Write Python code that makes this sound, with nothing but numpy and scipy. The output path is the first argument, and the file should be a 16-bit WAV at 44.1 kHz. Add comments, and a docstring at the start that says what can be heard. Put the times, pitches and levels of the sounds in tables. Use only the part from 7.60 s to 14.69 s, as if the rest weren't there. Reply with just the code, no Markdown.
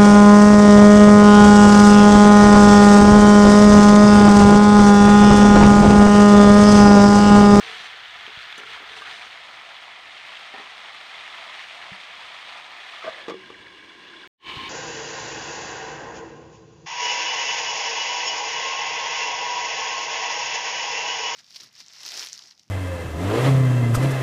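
"""Sizzling of vegetables in oil, in a wok on a wood stove in a yard: water flashes to steam and pops. A metal
spatula scrapes, knocks and is put down. A steel plate rasps over the rim and drops on as a lid; the trapped air
turns the sizzle hollow, and a run of faint falling chirps is heard. Then the sound stops dead and the scene
changes: a louder covered wok fades in, with air rumbling on the microphone."""
import sys
import numpy as np
from scipy import signal
from scipy.fft import rfft, irfft
from scipy.io import wavfile

SR = 44100
rng = np.random.default_rng(int(sys.argv[2]) if len(sys.argv) > 2 else 0)


def master_out(mix):
    """Clip the mix to full scale and print it as 16-bit PCM to the path in sys.argv[1]."""
    frames = np.transpose(np.atleast_2d(mix))
    ceiling = np.clip(frames, -1, 1)
    pcm = np.round(ceiling * 32767).astype(np.int16)
    wavfile.write(sys.argv[1], SR, pcm)


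N = 312669
TIME = np.arange(N) / SR
SILENCE_S = 6.675

# steel edge on iron: (frequency [Hz], relative density [dB])
EDGE_SPECTRUM = [(1500, -30), (3000, 6), (4100, 10.5), (5300, -1), (6600, -5), (7600, -11), (8500, -5.5),
                 (11000, -30.5), (15500, -22)]


def boiling_oil(snaps_per_s=11000, bubble_t60_cycles=6.3, pop_t60_cycles=36, pitch_count=24):
    """Water flashes to steam in oil: snaps, sputters, ringing bubbles and pops over a fine hiss."""
    snaps = grains(snaps_per_s, spread_db=3, cap=4.37)
    births = grains(per_s=2600, spread_db=2.5, cap=3.3)
    bursts = grains(per_s=110, spread_db=1.3, cap=4.3)
    pitch_index = rng.integers(0, pitch_count, N)
    bubbles, pops = np.zeros(N), np.zeros(N)
    for k, hz in enumerate(np.geomspace(650, 4400, pitch_count)):
        bubbles += hz * ring(births * (pitch_index == k), hz, bubble_t60_cycles / hz)
        pops += hz * ring(bursts * (pitch_index == k), hz, pop_t60_cycles / hz)
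    sputters = crunch(np.abs(grains(per_s=130, spread_db=-3.5)), t60_s=0.01)
    hiss = from_db(-4) * rng.standard_normal(N)
    pitched = (at_level(bubbles, -1) + at_level(pops, -6.5)) / 2
    oil = snaps + at_level(sputters, -13) + hiss + pitched
    return oil * from_db(0.53 * drift(rate_hz=21))


def frying_levels_db(flare_rise_s=0.041, flare_fall_s=0.043, growth_db_per_s=0.3348):
    """Sizzle and bubbling follow the vigour; bubbling grows as the pieces shed water."""
    # vigour of the frying: (time [s], sizzle level [dB])
    vigour = [(0, -37), (0.28, -39.5), (0.35, -41.5), (0.9, -40.5), (1.25, -42), (1.62, -41), (1.88, -43),
              (2.46, -44), (2.6, -42), (3.1, -42.5), (3.9, -40.5), (4.5, -42), (5.0, -41.5), (5.08, -44),
              (5.2, -42.5), (5.35, -41)]
    # a wet face meets hot iron: (time [s], sizzle lift [dB], bubbling lift [dB])
    flares = [(.12, 1.6, 1.6), (.82, 0.5, -2), (1.14, 3.5, 4), (1.51, 3.5, 2), (2.76, 1.5, -1),
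              (2.98, 0.5, 1.5), (3.9, 0.3, -0.5), (4.01, 1, -1.5), (4.8, 0.5, 0)]
    sizzle_db = curve(vigour)
    bubbling_db = -49 + 0.68 * (sizzle_db - sizzle_db.mean()) + growth_db_per_s * TIME
    bubbling_db += 1.04 * drift(rate_hz=5.2)   # small surges
    for s, sizzle_lift_db, bubbling_lift_db in flares:
        flare = np.exp(-((TIME - s) / np.where(TIME < s, flare_rise_s, flare_fall_s)) ** 2)
        sizzle_db += sizzle_lift_db * flare
        bubbling_db += bubbling_lift_db * flare
    return sizzle_db, bubbling_db


def open_wok(oil, crossover_hz=1450):
    """Open sizzle out of the bowl; near 1.7 s it dips around 1500 Hz and gains a little bass."""
    # open frying: (frequency [Hz], relative density [dB])
    early_spectrum = [(200, -28), (400, -14.5), (560, -12.5), (720, -4.5), (1020, -7), (1500, -3),
                      (2050, -0.5), (2600, -3.5), (3400, -2), (5000, -14.5), (7600, -26.5), (8700, -26),
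                      (10500, -40), (15500, -38.5)]
    later_spectrum = [(60, -23), (220, -18), (480, -13.5), (680, -4.5), (1200, -5.5), (1540, -7),
                      (2050, -1.26), (2800, -4), (3400, -3), (5000, -14), (7600, -26), (8600, -24),
                      (10300, -38), (12500, -44), (15500, -39.5)]
    # bowl resonances: (frequency [Hz], width [Hz], lift [dB])
    bowl = [(670, 79, 2), (774, 60, 1.5), (991, 50, 3.5), (1256, 265, 4), (1748, 92, 3), (2150, 210, 1),
            (3330, 120, 0.6), (6700, 210, 3.5)]
    # loud spits of oil: (time [s], strength [dB])
    spit_events = [(.115, -17), (.790, -17), (.824, -18), (.927, -15), (1.135, -18), (1.4405, -19),
                   (1.458, -17), (1.512, -18), (2.090, -25), (2.810, -23), (3.107, -21), (3.180, -21),
                   (3.412, -19), (3.679, -18.5), (4.974, -22)]
    shift = np.interp(TIME, [1.5, 1.9], [0, 1])
    sound = (1 - shift) * colour(oil, early_spectrum) + shift * colour(oil, later_spectrum)
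    sound = resonate(sound, bowl)
    bubbling = signal.sosfiltfilt(signal.butter(4, crossover_hz, fs=SR, output="sos"), sound)
    sizzle = sound - bubbling
    spit_clicks = impulses(spit_events)
    spray = from_db(-24) * crunch(spit_clicks, t60_s=0.0067)
    spits = butter(colour(spit_clicks + spray, early_spectrum), 9500, "low")
    sizzle_db, bubbling_db = frying_levels_db()
    return at_level(sizzle, sizzle_db) + at_level(bubbling, bubbling_db) + spits + droplets()


def lid_gap(frying, tilt_s=(5.42, 5.53)):
    """The gap under the tilted plate resonates; one peak climbs as it closes."""
    # gap resonances: (frequency [Hz], width [Hz], lift [dB])
    gap = [(524, 100, 12.5), (1150, 110, 2), (1680, 81, 8), (3430, 200, 2.5)]
    # climbing resonance: (time [s], frequency [Hz], lift [dB])
    closing = [(5.39, 1170, -2), (5.42, 1290, 9), (5.5, 1490, 3), (5.54, 1650, -1), (5.62, 1680, 0)]
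    tilted = np.interp(TIME, tilt_s, [0, 1])
    sound = (1 - tilted) * frying + tilted * from_db(-1) * resonate(frying, gap)
    return glide(sound, closing, width_hz=88)


def covered_wok(oil, level_db, spectrum, cavity):
    """Air trapped under the plate resonates; level_db sets the band above 1400 Hz."""
    sound = resonate(colour(oil, spectrum), cavity)
    return from_db(level_db) * sound / rms(butter(sound, 1400, "high"))


def covered_simmer(oil):
    """Under the lid the hollow sizzle sinks, then builds."""
    # simmer: (time [s], level [dB])
    levels = [(5.77, -47.5), (5.87, -46.5), (6.05, -48), (6.3, -48), (6.42, -46), (6.66, -46)]
    # lidded frying: (frequency [Hz], relative density [dB])
    spectrum = [(120, -11), (330, 4), (520, -5.5), (850, -8), (1400, -9), (1950, -1.5), (2600, -7),
                (3500, -6), (5000, -13), (7600, -22.5), (8600, -21), (10300, -33), (12500, -40.5),
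                (15500, -36)]
    # trapped air: (frequency [Hz], width [Hz], lift [dB])
    cavity = [(354, 75, 4.3), (1040, 88, 13), (1633, 78, 12.7), (2262, 51, 10), (2840, 184, 10.8),
              (3410, 130, 9), (4050, 120, 5.7), (4690, 100, 5), (5260, 150, 6), (5840, 79, 5.1),
              (6500, 100, 6.5)]
    return covered_wok(oil, curve(levels), spectrum, cavity)


def covered_loud(oil, level_db=-36, tone_hz=1067, tone_db=-44.5):
    """Louder covered frying; the strongest resonance sings as a wavering tone."""
    # loud lidded frying: (frequency [Hz], relative density [dB])
    spectrum = [(120, -14.5), (330, 2), (600, -12), (950, 4.5), (1480, -7), (2000, 0.5), (3100, 0),
                (4100, -5), (5300, -11.5), (7600, -21.5), (8700, -21), (10500, -34.5), (15500, -33)]
    # trapped air: (frequency [Hz], width [Hz], lift [dB])
    cavity = [(360, 48, 6.9), (1069, 31, 12.8), (1720, 64, 8.9), (2290, 79, 8.2), (2990, 180, 8.9),
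              (3670, 140, 7), (4220, 150, 5.6), (6620, 150, 4)]
    tone = wavering_sine(tone_hz, depth=0.016, rate_hz=29.1)
    tone *= from_db(tone_db + 3.5 * drift(rate_hz=38))
    return covered_wok(oil, level_db, spectrum, cavity) + tone


def spatula():
    """Tiny slips of the blade hiss and ring wok and blade; knocks thud, clack, clang and tick."""
    # strokes over the iron: (start [s], length [s], wok level [dB], edge level [dB])
    strokes = [(-.03, 0.3, -54, -48.5), (.04, 0.097, -51.5, -55), (1.05, 0.1, -58.5, -56),
               (1.29, 0.14, -54, -53), (1.355, 0.037, -62, -50), (1.455, 0.11, -55, -52.5),
               (1.53, 0.13, -70.5, -52.5)]
    # knocks: (time [s], thud [dB], clang [dB], tick [dB])
    knocks = [(.676, -42.5, -44, -60), (.979, -42.5, -55.5, -42), (1.000, -47, -55, -57),
              (1.034, -50, -43, -59), (1.203, -47, -64, -64), (1.22, -46, -55, -59), (1.371, -82, -43, -49),
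              (1.42, -78, -30.5, -57)]
    # light touches, one wall mode each: (time [s], strength [dB], frequency [Hz])
    touches = [(0.925, -30, 3470), (.985, -36, 1375), (1.033, -31.5, 1385), (1.074, -35, 1350),
               (1.366, -34, 2760), (1.616, -31, 2410)]
    # spatula laid aside: (time [s], strength [dB])
    set_down = [(2.940, -37), (2.982, -40.5), (2.997, -43)]
    # modes: (frequency [Hz], gain [dB], t60 [s])
    scraped_modes = [(452, 5, 0.1), (751, 2, 0.11), (1090, 8.5, 0.027), (1570, 4, .04), (2730, -11, 0.044)]
    seat_modes = [(235, -8.5, 0.08), (285, -4, 0.073), (384, -6, 0.12), (433, -4, 0.17)]   # wok on its seat
    wall_modes = [(1200, 0.5, 0.043), (1450, -16, 0.05), (1577, -2.5, 0.067), (2760, -9, 0.073)]
    blade_modes = [(5240, -8, 0.09), (6050, 1.5, 0.075), (7260, -6, 0.054), (8600, -5, .07),
                   (10300, -9, 0.027)]
    handle_modes = [(212, -20, 0.14), (268, -9, 0.06), (416, -8.5, 0.18), (640, -10, 0.052), (780, 2, 0.1),
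                    (820, -21, .09), (1380, -9, 0.072), (1827, 3, 0.084)]

    wok_gain, edge_gain = (rubbing(strokes, column, attack_s=0.0059, release_s=0.021) for column in (2, 3))
    slips = grains(per_s=4000, spread_db=2)
    wok = strike(slips, scraped_modes)
    edge = colour(slips, EDGE_SPECTRUM) + at_level(strike(slips, blade_modes), -15)
    scrape = wok_gain * wok / rms(wok) + edge_gain * edge

    thuds, clangs, ticks = (impulses(knocks, column) for column in (1, 2, 3))
    aside = impulses(set_down)
    body = strike(thuds, seat_modes) + strike(aside, handle_modes)
    metal = strike(clangs, wall_modes) + from_db(-6) * strike(ticks, blade_modes)
    metal += sum(ring(click(s, db), hz, t60_s=0.035) for s, db, hz in touches)
    rings = butter(body, 216, "high") + butter(metal, 520, "high")   # the rings carry little bass
    clacks = from_db(-4.5) * thuds + from_db(-7.5) * aside
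    return scrape + rings + spatula_contact(clacks, ticks)


def spatula_contact(clacks, ticks):
    """Impact noise: a dull clack and a shorter, bright tick."""
    # contact spectra: (frequency [Hz], relative density [dB])
    clack_spectrum = [(40, -40), (120, 0), (250, 12), (700, 18), (2000, 3), (4000, -32), (12000, -57)]
    tick_spectrum = [(2000, -15), (5000, 6), (6300, 10), (8000, 2), (10300, 1), (12000, -9), (16000, -11)]
    dull = colour(crunch(clacks, t60_s=0.12), clack_spectrum)
    bright = colour(crunch(ticks, t60_s=0.042), tick_spectrum)
    return dull + from_db(-2) * bright


def plate_slide(attack_s=0.0047):
    """The plate's rim catches on the wok, rasping and squealing."""
    # catches: (start [s], length [s], rasp [dB], squeal [dB])
    catches = [(5.438, 0.015, -35.5, -43), (5.462, 0.017, -33.5, -42), (5.472, 0.017, -48, -26.5)]
    # squeal partials: (frequency [Hz], gain [dB])
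    partials = [(648, 1.5), (1190, -11), (1560, -12.5)]
    # rim friction: (frequency [Hz], relative density [dB])
    rasp_spectrum = [(50, -29), (200, -9.5), (400, -5.5), (620, 6), (850, -17.5), (1130, 0), (1380, -12),
                     (1700, -8), (4000, -18), (12000, -55)]
    rasp_gain = rubbing(catches, 2, attack_s, release_s=0.019)
    squeal_gain = rubbing(catches, 3, attack_s, release_s=0.0046)
    squeal = sum(from_db(db) * wavering_sine(hz, depth=0.012, rate_hz=65) for hz, db in partials)
    rasp = colour(grains(per_s=2400, spread_db=1), rasp_spectrum)
    return squeal_gain * squeal + rasp_gain * rasp


def plate_drop(dome_top_hz=700):
    """The plate drops and rocks: its dome booms, its rim clangs and clatters."""
    # impacts: (time [s], boom [dB], clang [dB], clatter [dB])
    landing = [(5.682, -36.5, -40, -32), (5.687, -54, -41, -39.5), (5.697, -36.5, -54, -31),
               (5.7072, -43.5, -33.5, -46), (5.72, -38.5, -39, -51), (5.742, -42.5, -45, -44),
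               (5.902, -47.5, -42, -44)]
    # plate modes: (frequency [Hz], gain [dB], t60 [s])
    modes = [(195, -13, 0.75), (330, -8, 0.06), (350, -6, 0.14), (374, 3, 0.3), (396, -5.5, 0.18),
             (455, 7, 0.085), (535, -18, 0.04), (845, -11.5, 0.16), (1064, -6.5, 0.17), (1128, 1.5, 0.045),
             (1161, -4, 0.11), (2810, -18, 0.085), (3370, -13, 0.14)]
    # contact noise: (frequency [Hz], relative density [dB])
    clatter_spectrum = [(30, -36.5), (80, -16), (150, -22), (290, 1), (430, 6.5), (620, -1.5), (1150, -6.5),
                        (1350, -11), (1800, -3.5), (3000, -11), (6500, -23.5), (10000, -41), (16000, -55)]
    booms, clangs, contacts = (impulses(landing, column) for column in (1, 2, 3))
    dome = strike(booms, [mode for mode in modes if mode[0] < dome_top_hz])
    rim = strike(clangs, [mode for mode in modes if mode[0] >= dome_top_hz])
    rings = butter(dome + rim, 190, "high", order=2)   # the plate rings carry little bass
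    ticks = from_db(-13) * colour(crunch(contacts, t60_s=0.018), EDGE_SPECTRUM)
    clatter = colour(crunch(contacts, t60_s=0.063), clatter_spectrum)
    return rings + ticks + clatter


def chirps(length_s=0.0195, end_hz=1306):
    """Short falling whistles: one alone, then a run of about eight a second."""
    # whistles: (time [s], level [dB], start frequency [Hz])
    whistles = [(4.027, -39, 2800), (5.828, -45, 2500), (5.938, -41, 2700), (6.059, -41.5, 2600),
                (6.184, -45, 2400), (6.291, -45, 2000), (6.526, -43, 1900), (6.630, -40, 1900)]
    out, n = np.zeros(N), round(length_s * SR)
    window = signal.windows.tukey(n, 0.7)
    for s, db, start_hz in whistles:
        at = round(s * SR)
        phase = 2 * np.pi * np.cumsum(np.geomspace(start_hz, end_hz, n)) / SR
        out[at:at + n] += from_db(db) * window * np.sin(phase)
    return out


def handling_thumps():
    """Soft bumps, each ringing one low mode."""
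    # bumps: (time [s], level [dB], frequency [Hz], t60 [s])
    bumps = [(.773, -35, 109.4, 0.021), (4.316, -40.5, 135, 0.05), (4.318, -41, 190, 0.14),
             (6.968, -28.5, 128, 0.045)]
    return sum(ring(click(s, db), hz, t60_s) for s, db, hz, t60_s in bumps)


def rumble(gust_db=-50.5):
    """Fire and air rumble unsteadily; a gust joins at the end."""
    # fire and air: (time [s], level [dB])
    levels = [(0, -69.5), (0.7, -63.5), (1.7, -66), (2.05, -73), (2.6, -70), (3.7, -74), (4.8, -71.5),
              (5.3, -81), (5.9, -60.5), (6.6, -74)]
    # rumble spectra: (frequency [Hz], relative density [dB])
    air_spectrum = [(20, -21.5), (55, -2), (120, -2), (250, -10.5), (500, -2.5), (1500, -28.5), (8000, -48)]
    gust_spectrum = [(20, -12), (55, 0), (130, -2.5), (250, 0), (500, -5.5), (2000, -64)]
    air = from_db(curve(levels)) * colour(rng.standard_normal(N), air_spectrum)
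    gust = from_db(gust_db) * colour(rng.standard_normal(N), gust_spectrum) * (TIME > SILENCE_S)
    return (air + gust) * from_db(3.1 * drift(rate_hz=32))


def droplets(level_db=-83, pitch_count=10):
    """Tiny drops burst on the hot wall with very short, high pings."""
    bursts = grains(per_s=220, spread_db=5.5, cap=3.6)
    pitch_index = rng.integers(0, pitch_count, N)
    pitches_hz = np.geomspace(8000, 15300, pitch_count)
    pings = sum(ring(bursts * (pitch_index == k), hz, t60_s=0.003) for k, hz in enumerate(pitches_hz))
    return at_level(pings, level_db)


def hand_shadow(frying):
    """A dip sweeps up the treble as a hand nears the microphone."""
    # dip: (time [s], frequency [Hz], lift [dB])
    path = [(6.43, 7240, 0), (6.48, 8600, -9), (6.515, 11690, -10), (6.59, 12900, -4), (6.675, 13200, -5),
            (6.72, 13200, 1)]
    return glide(frying, path, width_hz=2600)


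def from_db(db):
    """Decibels to gain."""
    return 10 ** (np.asarray(db) / 20)


def rms(x):
    """Root mean square."""
    return np.sqrt(np.mean(x ** 2) + 1e-20)


def at_level(x, db):
    """Normalise to rms 1, then apply a gain."""
    return from_db(db) * x / rms(x)


def curve(points):
    """Straight lines through (time, value) points."""
    return np.interp(TIME, *np.transpose(points))


def butter(x, hz, kind, order=4):
    """Butterworth filter."""
    return signal.sosfilt(signal.butter(order, hz, kind, fs=SR, output="sos"), x)


def drift(rate_hz):
    """Slow random wander, rms about 1."""
    step, settle = 20, 2000
    r = np.exp(-2 * np.pi * rate_hz * step / SR)
    noise = rng.standard_normal(N // step + settle + 2)
    slow = signal.lfilter([1], [1, -2 * r, r * r], noise)[settle:]
    return np.interp(np.arange(N) / step, np.arange(len(slow)), slow / rms(slow))


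def wavering_sine(hz, depth, rate_hz):
    """Sine with a wandering pitch."""
    return np.sin(2 * np.pi * np.cumsum(hz * (1 + depth * drift(rate_hz))) / SR)


def colour(x, spectrum, size=4096):
    """Minimum-phase filter of the given spectrum; white noise keeps its power."""
    hz, db = np.transpose(spectrum)
    bins_hz = np.arange(size // 2 + 1) * SR / size
    log_gain = np.log(from_db(np.interp(np.log(bins_hz + 1), np.log(hz), db)))
    cepstrum = irfft(log_gain)[:size // 2]
    response = irfft(np.exp(rfft(2 * cepstrum, size)))
    return signal.oaconvolve(x, response / np.linalg.norm(response))[:N]


def poles(r, hz):
    """Denominator of a resonator with pole radius r."""
    return [1, -2 * r * np.cos(2 * np.pi * hz / SR), r * r]


def resonate(x, peaks):
    """Each resonance lifts its own narrow band."""
    for hz, width_hz, lift_db in peaks:
        r = np.exp(-np.pi * width_hz / SR)
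        band = signal.lfilter([1, 0, -1], poles(r, hz), x)
        x = x + (from_db(lift_db) - 1) * (1 - r * r) / 2 * band
    return x


def glide(x, path, width_hz, block=64):
    """A peak or dip whose frequency and lift follow a path."""
    s, hz, lift_db = np.transpose(path)
    r = np.exp(-np.pi * width_hz / SR)
    band, state = np.zeros(N), np.zeros(2)
    for i in range(int(s[0] * SR), int(s[-1] * SR), block):
        feedback = poles(r, np.interp(i / SR, s, hz))
        band[i:i + block], state = signal.lfilter([1, 0, -1], feedback, x[i:i + block], zi=state)
    return x + (from_db(np.interp(TIME, s, lift_db)) - 1) * (1 - r * r) / 2 * band


def ring(clicks, hz, t60_s):
    """A unit click starts a decaying sine of height 1."""
    r = from_db(-60 / (t60_s * SR))
    return signal.lfilter([0, np.sin(2 * np.pi * hz / SR)], poles(r, hz), clicks + 1e-18)


def strike(clicks, modes):
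    """Clicks ring every given mode."""
    return sum(from_db(db) * ring(clicks, hz, t60_s) for hz, db, t60_s in modes)


def click(s, db):
    """One impulse."""
    out = np.zeros(N)
    out[round(s * SR)] = from_db(db)
    return out


def impulses(rows, db_column=1):
    """One click per row, at the time in column 0."""
    return sum(click(row[0], row[db_column]) for row in rows)


def crunch(clicks, t60_s):
    """Each click becomes a decaying noise burst."""
    envelope = signal.lfilter([1], [1, -from_db(-60 / (t60_s * SR))], clicks + 1e-18)
    return envelope * rng.standard_normal(N)


def grains(per_s, spread_db, cap=4.4):
    """Random clicks, levels exponentially spread up to cap times spread_db; rms 1."""
    sizes = from_db(spread_db * np.minimum(rng.exponential(1, N), cap))
    out = sizes * rng.choice([-1, 1], N) * (rng.random(N) < per_s / SR)
    return out / rms(out)


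def rubbing(rows, db_column, attack_s, release_s):
    """Gain of gestures that rise, hold and die away; overlaps add in power."""
    power = np.zeros(N)
    for row in rows:
        start_s, length_s = row[:2]
        rise = np.clip((TIME - start_s) / attack_s, 0, 1)
        fall = np.exp(-np.clip((TIME - start_s - length_s) / release_s, 0, 40))
        power += (from_db(row[db_column]) * rise * fall) ** 2
    return np.sqrt(power)


def scene(shut_s=(5.515, 5.73)):
    """The sizzle is open, then escapes under the tilted plate, then is shut in."""
    oil = boiling_oil()
    shut = np.interp(TIME, shut_s, [0, 1])
    escaping = np.sqrt(1 - shut) * lid_gap(open_wok(oil))
    shut_in = np.sqrt(shut) * covered_simmer(boiling_oil())
    frying = np.where(TIME < SILENCE_S, escaping + shut_in, covered_loud(oil))
    utensils = spatula() + plate_slide() + plate_drop()
    return (hand_shadow(frying) + utensils + chirps() + handling_thumps() + rumble())[None]


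def record(dry, low_cut_hz=50, high_cut_hz=15500, return_s=6.768, fade_s=0.12):
    """Deep bass and top are cut; the sound stops dead, then swells back in."""
    sound = butter(dry, low_cut_hz, "high", order=2)
    fade_in = np.clip((TIME - return_s) / fade_s, 0, 1) ** 3.1
    sound *= np.where(TIME < SILENCE_S, 1, fade_in)
    return signal.sosfilt(signal.ellip(12, 0.1, 80, high_cut_hz, fs=SR, output="sos"), sound)


dry = scene()
out = record(dry)
master_out(out)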